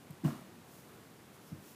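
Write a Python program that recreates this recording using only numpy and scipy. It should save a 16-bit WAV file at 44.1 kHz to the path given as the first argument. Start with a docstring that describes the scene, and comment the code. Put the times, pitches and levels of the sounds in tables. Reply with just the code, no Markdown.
"""A soft thud over a steady room tone: a small child crawls up a wooden staircase in a quiet house.
Each landing of a hand or knee excites the damped modes of a tread, which boom briefly and reverberate
in the stairwell; the heaviest also scuffs and slaps the wood. Something hard grazes the tread with two
bright ticks. Later, friction makes the clothes brush, drag and whistle faintly."""
import sys
import numpy as np
from scipy import signal
from scipy.fft import rfft, irfft
from scipy.io import wavfile

SR = 44100
rng = np.random.default_rng(int(sys.argv[2]) if len(sys.argv) > 2 else 0)


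def wav_out(sig):
    """Save sig, one row per channel (or a flat mono array), as 16-bit PCM at SR to the path in sys.argv[1]."""
    wavfile.write(sys.argv[1], SR, np.round(np.clip(np.atleast_2d(sig).T, -1, 1) * 32767).astype(np.int16))


N = 77175
TIME = np.arange(N) / SR


def from_db(db):
    """Amplitude ratio of a level in decibels."""
    return 10 ** (np.asarray(db) / 20)


def decay(age, t60):
    """Exponential decay: 60 dB in t60 seconds."""
    return np.exp(-np.log(1000) * age / t60)


def unit_rms(x):
    """Normalisation to an rms of 1."""
    return x / np.sqrt(np.mean(x ** 2) + 1e-20)


def at_hz(points, hz):
    """Interpolation on a logarithmic frequency axis."""
    f, value = np.transpose(points)
    return np.interp(np.log(np.maximum(hz, 1)), np.log(f), value)


def coloured(noise, spectrum):
    """Spectral shaping of a noise, at unit rms."""
    gain = from_db(at_hz(spectrum, np.fft.rfftfreq(N, 1 / SR)))
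    return unit_rms(irfft(rfft(noise) * gain, N))


def high_pass(x, hz, order=2):
    """Butterworth high-pass filtering."""
    return signal.sosfilt(signal.butter(order, hz, "high", fs=SR, output="sos"), x)


# Background spectrum: (frequency [Hz], relative level [dB])
ROOM_SPECTRUM = [(15, -82), (25, -40), (79, -11), (119, -2.5), (198, -1.5), (253, -4.5), (331, -4),
                 (359, -5.5), (482, -9.5), (684, -13.5), (741, -11.5), (1200, -15), (5580, -27),
                 (13500, -28), (15500, -34)]
def room_tone(level_db=-56.5):
    """Stationary noise, strongest at low frequencies."""
    return from_db(level_db) * coloured(rng.standard_normal(N), ROOM_SPECTRUM)


def soft_impact(s, contact_ms):
    """A force pulse of unit impulse: the longer the contact, the less treble."""
    force = np.cos(np.pi / 2 * np.clip((TIME - s) / (contact_ms / 2000), -1, 1)) ** 2
    return force / force.sum()


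def mode(force, hz, t60):
    """A damped oscillator: a unit impulse starts a decaying sine of amplitude 1."""
    radius, angle = from_db(-60 / (t60 * SR)), 2 * np.pi * hz / SR
    return signal.lfilter([0, np.sin(angle)], [1, -2 * radius * np.cos(angle), radius ** 2], force + 1e-18)


# Hand and knee landings: (time [s], impulse level [dB], contact time [ms], gain into the frame [dB])
LANDINGS = [(0.0978, -9, 6.1, -1), (0.2354, -8.3, 3.07, -10), (0.2477, 10, 5.42, -15),
            (0.256, -11.5, 1.1, -13), (0.2743, -1, 6.4, -1), (0.3244, -19.5, 1.9, -4),
            (1.5182, -5, 5.66, 2.5), (1.576, -12, 8.5, 8)]
# Low modes of a tread: (frequency [Hz], level [dB], decay time T60 [s])
LOW_MODES = [(141, -27.5, 0.15), (183, -19.5, 0.043), (227.3, -41, 0.6), (258.6, -32, 0.25),
             (316.7, -21, 0.27), (381.4, -41, 0.67)]
def thuds(frame_hz=95, frame_db=-41.5):
    """Impact excitation: landings flex the frame and ring the tread's modes, which alternate in sign."""
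    tread_force = sum(from_db(db) * soft_impact(s, ms) for s, db, ms, _ in LANDINGS)
    frame_force = sum(from_db(db + gain_db) * soft_impact(s, ms) for s, db, ms, gain_db in LANDINGS)
    tread = sum((-1) ** k * from_db(db) * mode(tread_force, hz, t60)
                for k, (hz, db, t60) in enumerate(LOW_MODES))
    frame = from_db(frame_db) * mode(frame_force, frame_hz, t60=0.25)
    return high_pass(frame - tread, hz=79, order=4)


# Reverberation of the stairwell: (frequency [Hz], decay time T60 [s])
REVERB_TIMES = [(100, 0.46), (250, 1), (1000, .55), (4000, 0.69), (15000, 0.16)]
def stairwell(x, delay_s=0.0056, build_s=0.027):
    """Reverberation: a diffuse field builds up, then decays at its own rate in each octave."""
    hz = np.fft.rfftfreq(N, 1 / SR)
    age = np.maximum(TIME - delay_s, 0)
    build_up = 1 - np.exp(-age / build_s)
    white, response = rfft(rng.standard_normal(N)), 0
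    for low_hz in 45 * 2. ** np.arange(9):
        octave = irfft(white * ((hz >= low_hz) & (hz < 2 * low_hz)), N)
        envelope = build_up * decay(age, at_hz(REVERB_TIMES, low_hz * np.sqrt(2)))
        response = response + octave * envelope / np.linalg.norm(envelope)
    return signal.fftconvolve(x, response)[:N]


# Hard grazes on the tread: (time [s], level [dB])
GRAZES = [(0.1065, -46), (0.409, -53)]
def ticks():
    """Transient noise: a brief, hard contact radiates a burst of high frequencies."""
    envelope = sum(from_db(db) * (TIME >= s) * decay(np.abs(TIME - s), t60=0.017) for s, db in GRAZES)
    return high_pass(envelope * rng.standard_normal(N), hz=10000)


def friction(spectrum, grain_db):
    """Friction noise: dense grains whose levels scatter by grain_db."""
    grains = rng.standard_normal(N) * from_db(grain_db * rng.standard_normal(N))
    return coloured(grains, spectrum)


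# Spectrum of the slide on wood: (frequency [Hz], relative level [dB])
SCUFF_SPECTRUM = [(300, -10.5), (600, 1.5), (1200, -0.5), (2000, -8.5), (3000, -12), (4500, -14),
                  (8000, -16), (15000, -18)]
def scuff(start_s=0.2385, attack_s=0.0074, hold_s=0.022, level_db=-48):
    """Sliding friction: the heaviest landing slips a little over the wood."""
    age = TIME - start_s
    attack = np.clip(age / attack_s, 0, 1)
    release = decay(np.maximum(age - attack_s - hold_s, 0), t60=0.65)
    return from_db(level_db) * attack * release * friction(SCUFF_SPECTRUM, grain_db=5)


# Skin striking wood: (time [s], level [dB], favoured frequency [Hz])
SKIN_SLAPS = [(0.2485, -42.5, 1050), (0.2557, -45, 2610), (0.270, -44.5, 614), (0.280, -42, 690),
              (0.306, -45, 1450)]
# Upper modes of a tread: (frequency [Hz], level [dB], decay time T60 [s])
UPPER_MODES = [(495.6, -11, 0.25), (555, -9.5, 0.24), (642.8, -3.5, 0.24), (691, -7.5, 0.11),
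               (1066, 1.5, 0.064), (1168, -10.5, 0.13), (1350, -12, 0.13), (1630, -9, 0.043),
               (2540, -2.5, 0.012), (2860, 1, 0.021)]
def slaps(loss_db_per_octave=9):
    """Selective excitation: each spot struck favours the modes near one frequency."""
    s, level_db, favoured_hz = np.transpose(SKIN_SLAPS)
    ringing = 0
    for hz, mode_db, t60 in UPPER_MODES:
        loss_db = loss_db_per_octave * np.abs(np.log2(hz / favoured_hz))
        impulses = np.zeros(N)
        impulses[(s * SR).astype(int)] = from_db(level_db + mode_db - loss_db)
        ringing = ringing + mode(impulses, hz, t60)
    return high_pass(ringing, hz=350)


def swells(strokes):
    """Gaussian envelopes, each falling to 1/e at one half-length from its peak."""
    return sum(from_db(db) * np.exp(-((TIME - s) / half_s) ** 2) for s, half_s, db in strokes)


# Strokes of cloth on cloth: (peak time [s], half-length [s], level [dB])
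BRUSH_STROKES = [(0.755, 0.081, -62), (0.934, 0.16, -73), (1.352, 0.023, -66), (1.475, 0.06, -64),
                 (1.69, .075, -59.5)]
# Their spectrum: (frequency [Hz], relative level [dB])
BRUSH_SPECTRUM = [(1000, -38), (3000, -5.5), (5500, 3), (9000, 1.5), (13000, 3), (15500, 2)]
def clothes_brushing():
    """Friction between fabrics gives a fine, bright hiss."""
    return swells(BRUSH_STROKES) * friction(BRUSH_SPECTRUM, grain_db=3)


# Strokes of a sleeve on wood: (peak time [s], half-length [s], level [dB])
DRAG_STROKES = [(0.93, 0.096, -63.5), (1.38, 0.037, -63.5)]
# Their spectrum: (frequency [Hz], relative level [dB])
DRAG_SPECTRUM = [(200, -25), (400, 6), (800, -14), (1200, 1.5), (2000, -19), (5000, -20.5)]
def sleeve_dragging():
    """Friction of fabric on wood gives a coarser, duller noise."""
    return swells(DRAG_STROKES) * friction(DRAG_SPECTRUM, grain_db=7.5)


def cloth_whistle(peak_s=1.5, half_s=0.079, level_db=-73):
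    """Periodic friction: woven threads ripple past one another, and the pitch sinks as the slide slows."""
    centre_hz, fall_hz_per_s, half_band_hz = 5330, 4900, 190
    hz = centre_hz - fall_hz_per_s * (TIME - peak_s)
    tone = np.sin(2 * np.pi * np.cumsum(hz) / SR)
    low_pass = signal.butter(2, half_band_hz, fs=SR, output="sos")
    flutter = unit_rms(signal.sosfilt(low_pass, rng.standard_normal(N)))
    return swells([(peak_s, half_s, level_db)]) * flutter * tone


def scene():
    """Superposition of the direct sounds and the reverberation of thuds and slaps."""
    boom, knock = thuds(), slaps()
    echoes = stairwell(from_db(-19.5) * boom + from_db(-6) * knock)
    mix = room_tone() + boom + echoes + scuff() + ticks() + knock
    clothes = clothes_brushing() + sleeve_dragging() + cloth_whistle()
    return (mix + clothes)[None]


def record(dry):
    """Band limiting: a steep elliptic low-pass removes the highest treble."""
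    cutoff_hz = 15500
    return signal.sosfilt(signal.ellip(16, .1, 70, cutoff_hz, fs=SR, output="sos"), dry)


dry = scene()
out = record(dry)
wav_out(out)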